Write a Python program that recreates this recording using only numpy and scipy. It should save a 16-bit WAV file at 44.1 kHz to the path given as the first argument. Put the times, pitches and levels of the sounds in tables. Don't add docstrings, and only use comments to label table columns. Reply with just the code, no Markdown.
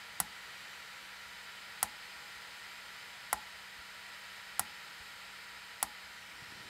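import sys
import numpy as np
from scipy import signal
from scipy.fft import rfft, irfft, next_fast_len
from scipy.io import wavfile

SR = 44100
rng = np.random.default_rng(int(sys.argv[2]) if len(sys.argv) > 2 else 0)


def dump(signal):
    limited = np.clip(np.atleast_2d(signal).T, -1, 1)
    pcm = np.round(limited * 32767).astype(np.int16)
    wavfile.write(sys.argv[1], SR, pcm)


def level_to_linear(level):
    exponent = np.asarray(level, float) / 20
    return 10 ** exponent


N = 295029

SNAP_TIMES = [
    .20180,
    1.82885,
    3.32915,
    4.59443,
    5.82783,
]
# peak level/dB, board knock level/dB, sharpness/dB per octave
SNAPS = [
    (-14.5, -31.5, 1.5),
    (-14, -29, 1),
    (-18.5, -26.5, 0.3),
    (-15, -30.5, 0.5),
    (-15.5, -29.5, -1.2),
]
# f/Hz, level/dB, time to fade by 60 dB/s
HOUSING = [(2930, -17, .012), (3270, -19, .012), (3600, -18, .012), (4150, -22, .012), (4740, -17, .012),
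           (5200, -20, .02), (5415, -19, .015), (5745, -16, .014), (6045, -16, .018), (6756, -12, .014),
           (7250, -10, .016), (7685, -10, .02), (7990, -7, .02), (8345, -17, .03)]
# f/Hz, level/dB, time to fade by 60 dB/s
SLIDER = [(8820, -14, .02), (9375, -11, .025), (9780, -3, .022), (10000, -12, .025), (10530, -1.5, .016),
          (10860, -7, .02), (11360, -10, .018), (11880, -11, .014), (12450, -10, .014), (13100, -12, .016),
          (13640, -14, .014), (14060, -16, .016), (14810, -12, .013), (15280, -15, .012)]
# f/Hz, level/dB, time to fade by 60 dB/s
BOARD = [(560, -20, .02), (720, -6, .03), (815, -10, .025), (905, -5, .04), (1045, 1, .025),
         (1355, 0, .021), (1450, -12, .02), (1875, -11, .05), (1985, -1, .02)]
# f/Hz, level/dB, time to fade by 60 dB/s
BOARD_RING = [(843, -22, .33), (862, -23.5, .3)]
# f/Hz, level/dB, time to fade by 60 dB/s
DESK = [(56.7, -4, 0.2), (90, -3.5, 0.11), (168, -2.5, 0.15), (284, -14, 0.14), (300, -0.5, 0.17),
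        (386.7, 0, 0.18), (514, -6, 0.15)]
# centre f/Hz, level/dB, time to fade by 60 dB/s
TAIL = [(235, -14.5, 0.21), (855, -9, 0.14), (1530, -4.5, 0.048), (3700, -21, .05), (5500, -19, 0.065),
        (7300, -24.5, 0.12), (10300, -30, 0.2), (13300, -25, 0.062)]
# t/s, level/dB, f/Hz
BUMPS = [(1.259, -56, 60), (2.36, -59, 60), (3.788, -53, 65), (5.001, -50, 65), (6.039, -56, 70),
         (6.421, -46.5, 133), (6.484, -55, 90), (6.522, -44, 294), (6.55, -53, 110), (6.601, -51, 131),
         (6.652, -53, 100)]
# t/s, extra path of its echo/cm
HAND = [
    (0, 9.4),
    (.45, 9.7),
    (1.1, 9.8),
    (1.5, 9.2),
    (6.0, 9.0),
    (6.15, 9.4),
    (6.25, 11.2),
    (6.36, 13.2),
    (6.45, 14.2),
    (6.69, 15.5),
]
# f/Hz, level/dB per Hz
AIR = [(18, -42), (30, -15), (59, -12), (160, -12.5), (192, -19), (219, -18.5), (351, -16), (468, -12),
       (877, -8.5), (949, -10), (1030, -9), (1920, -2), (4930, -11.5), (5620, -14.5), (15600, -26.5)]
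# centre f/Hz, width/Hz, level/dB
HISS_PEAKS = [(60, 14, 6), (1371, 190, 7), (1908, 260, 4.5), (2470, 67, 3), (3025, 52, 6), (4320, 940, 3.5),
              (4830, 95, 4.5), (5120, 89, 7.5), (5800, 350, 0), (7000, 190, -2), (7550, 430, 5), (8320, 190, 1),
              (8810, 170, 6.5), (10160, 250, -2.5), (4540, 37, 0.5), (11000, 400, 1), (12400, 870, 2.5),
              (15200, 380, 0)]
# multiple of its turning rate, rms level/dB
ROTOR = [(1.0, -74), (2.5, -80), (5.0, -66.5), (12.0, -67.5), (16.0, -71), (20.0, -69.5)]
# t/s, f/Hz of the 20th multiple of its turning rate
ROTOR_SPEED = [(0, 3849), (1.2, 3849), (2.6, 3855), (4.7, 3849), (6.69, 3858)]
# multiple of its base pitch, rms level/dB
FAR_FAN = [(1.0, -72.5), (10.0, -85), (11.0, -98), (15.0, -96), (16.0, -93)]

CRACK_DB = 1.5
REBOUND_S, REBOUND_DB = .00115, -6
STAGGER_S = .0009
EVEN_PUSH_DB = -13
BOARD_TILT_DB_PER_DB = 0.23
RING_ON_DB = 4
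THUMP_DB = -48
REST_CM = 9.6
RUSTLE_DB, RUSTLE_DB_PER_CM = -79, 2.5
AIR_DB, HISS_CUTOFF_HZ = -49.5, 15750
SOUND_CM_PER_S = 34300
ECHO_SHARE, ECHO_FADES_CM, ECHO_GONE_CM, ECHO_WIDTH_HZ = .62, 12.5, 14.5, 520
SHADE_DB, SHADE_LIFT_DB_PER_CM = -75, 0.7
FAR_FAN_HZ = 831


def switches():
    snap_db, knock_db, sharp_db = np.transpose(SNAPS)
    s = np.array(SNAP_TIMES)
    extra_push_db = knock_db - snap_db - EVEN_PUSH_DB
    out = crack(s, snap_db) + housing(s, snap_db, sharp_db)
    out = out + board(s, knock_db, extra_push_db) + desk(s)
    return out + scattered_tail(s, snap_db, knock_db)


def crack(s, snap_db):
    hit = strikes(s + 8 / SR, level_to_linear(snap_db + CRACK_DB))
    rebound = strikes(s + REBOUND_S, level_to_linear(snap_db + CRACK_DB + REBOUND_DB))
    return band(hit + rebound, 7500, 16800)


def housing(s, snap_db, sharp_db):
    slider = body(SLIDER, s + 4 / SR, snap_db - 5.5, 0.75, sharp_db, pivot_hz=9000, node_hz=8000)
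    plastic = body(HOUSING, s, snap_db - 5.0, 0.74, sharp_db, pivot_hz=9000, stagger_s=STAGGER_S)
    return slider + plastic


def board(s, knock_db, extra_push_db):
    tilt_db = BOARD_TILT_DB_PER_DB * extra_push_db
    knock = body(BOARD, s - 3 / SR, knock_db + 1.5, 1.4, tilt_db, pivot_hz=1000, node_hz=760)
    long_ring = body(BOARD_RING, s, knock_db + RING_ON_DB + .5 * extra_push_db, 0.74, node_hz=760)
    return band(band(knock + long_ring, 480, 2500), 200, 2900)


def desk(s):
    return soften(body(DESK, s + 0.0036, THUMP_DB, spread_db=4.0), 290)


def scattered_tail(s, snap_db, knock_db):
    age = np.arange(SR // 4) / SR
    build_up = np.minimum(age / .004, 1)
    out = 0
    for hz, db, t60 in TAIL:
        fading = rng.standard_normal(len(age)) * level_to_linear(db - 60 * age / t60)
        scatter = band(fading, hz / 1.25, hz * 1.25) * build_up
        source_db = knock_db - EVEN_PUSH_DB if 500 < hz < 2500 else snap_db
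        out = out + signal.fftconvolve(strikes(s, level_to_linear(source_db)), scatter)[:N]
    return out


def sleeve():
    bumps = soften(sum(ring(strikes([s], level_to_linear(db)), hz, 6.1 / hz) for s, db, hz in BUMPS), 590)
    rustle = band(rng.standard_normal(N), 82, 356)
    detour_cm, = in_time(HAND)
    rustle_db = RUSTLE_DB + RUSTLE_DB_PER_CM * (detour_cm - REST_CM)
    return bumps + level_to_linear(rustle_db + 1.5 * drift(31)) * rustle / rustle.std()


def fan_air():
    air = shaped_hiss()
    detour_cm, = in_time(HAND)
    nearness = np.interp(detour_cm, [ECHO_FADES_CM, ECHO_GONE_CM], [1, 0])
    share = np.clip(ECHO_SHARE * nearness, 0, 1)
    for turns, depth in ((1.5, 1), (2.5, .45)):
        air = air - depth * share * moving_band(air, turns * SOUND_CM_PER_S / detour_cm, ECHO_WIDTH_HZ)
    lift_db = SHADE_DB + SHADE_LIFT_DB_PER_CM * (detour_cm - REST_CM)
    unshaded = band(rng.standard_normal(N), 5350, 5560)
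    return air + level_to_linear(lift_db) * unshaded / unshaded.std()


def shaped_hiss():
    size = next_fast_len(N)
    hz = np.maximum(np.arange(size // 2 + 1) * SR / size, 1)
    air_hz, air_db = np.transpose(AIR)
    db = np.interp(np.log(hz), np.log(air_hz), air_db)
    for centre_hz, width_hz, gain_db in HISS_PEAKS:
        db = db + gain_db / (1 + ((hz - centre_hz) / width_hz * 2) ** 2)
    spectrum = rfft(rng.standard_normal(size)) * level_to_linear(db) * (hz < HISS_CUTOFF_HZ)
    air = irfft(spectrum, size)[:N]
    return level_to_linear(AIR_DB + 0.42 * drift(0.37)) * air / air.std()


def fan_tones():
    speed_hz = in_time(ROTOR_SPEED)[0] / 20 * (1 + .0012 * drift(2))
    turn = 2 * np.pi * np.cumsum(speed_hz) / SR
    far_turn = 2 * np.pi * np.cumsum(FAR_FAN_HZ + 1.43 * drift(1.16)) / SR
    near = sum(level_to_linear(db + 0.15 * drift(1.6)) * np.sin(k * turn + k * k) for k, db in ROTOR)
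    far = sum(level_to_linear(db + 2.0 * drift(3.0)) * np.sin(k * far_turn) for k, db in FAR_FAN)
    return np.sqrt(2) * (near + far)


def body(modes, times, level_db, spread_db, tilt_db=0, pivot_hz=1, node_hz=None, stagger_s=0):
    sense = rng.choice([-1, 1], len(modes))
    if node_hz:
        sense = np.sign(np.array(modes)[:, 0] - node_hz)
    luck = rng.standard_normal((len(times), len(modes)))
    late = stagger_s * rng.random(len(modes))
    out = 0
    for k, (hz, db, t60) in enumerate(modes):
        blow_db = level_db + db + spread_db * luck[:, k] + tilt_db * np.log2(hz / pivot_hz)
        out = out + sense[k] * ring(strikes(times + late[k], level_to_linear(blow_db)), hz, t60)
    return out


def strikes(times, gains):
    out = np.full(N, 1e-18)
    out[np.round(np.asarray(times) * SR).astype(int)] = gains
    return out


def ring(clicks, hz, t60):
    r, w = level_to_linear(-60 / (t60 * SR)), 2 * np.pi * hz / SR
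    return signal.lfilter([0, np.sin(w)], [1, -2 * r * np.cos(w), r * r], clicks)


def soften(x, hz):
    r = np.exp(-2 * np.pi * hz / SR)
    return signal.lfilter([(1 - r) ** 2], [1, -2 * r, r * r], x)


def drift(rate_hz):
    slow = soften(rng.standard_normal(N + SR), rate_hz)[SR:]
    return slow / slow.std()


def band(x, low_hz, high_hz):
    edges = [low_hz, min(high_hz, .45 * SR)]
    return signal.sosfilt(signal.butter(2, edges, "band", fs=SR, output="sos"), x)


def in_time(rows):
    s, *columns = np.transpose(rows)
    return [np.interp(np.arange(N) / SR, s, c) for c in columns]


def moving_band(x, hz, width_hz):
    out, state = np.zeros(N), np.zeros(2)
    r = np.exp(-np.pi * width_hz / SR)
    for i in range(0, N, 128):
        poles = [1, -2 * r * np.cos(2 * np.pi * hz[i] / SR), r * r]
        zeros = [(1 - r * r) / 2, 0, (r * r - 1) / 2]
        out[i:i + 128], state = signal.lfilter(zeros, poles, x[i:i + 128], zi=state)
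    return out


def scene():
    return np.tile(switches() + sleeve() + fan_air() + fan_tones(), (2, 1))


def band_limit(x):
    return signal.sosfilt(signal.butter(12, 16990, fs=SR, output="sos"), x)


def record(dry):
    mix = signal.sosfilt(signal.butter(2, 45, "high", fs=SR, output="sos"), dry)
    mix = signal.sosfilt(signal.cheby2(8, 60, 17500, fs=SR, output="sos"), mix)
    return band_limit(mix)


dry = scene()
out = record(dry)
dump(out)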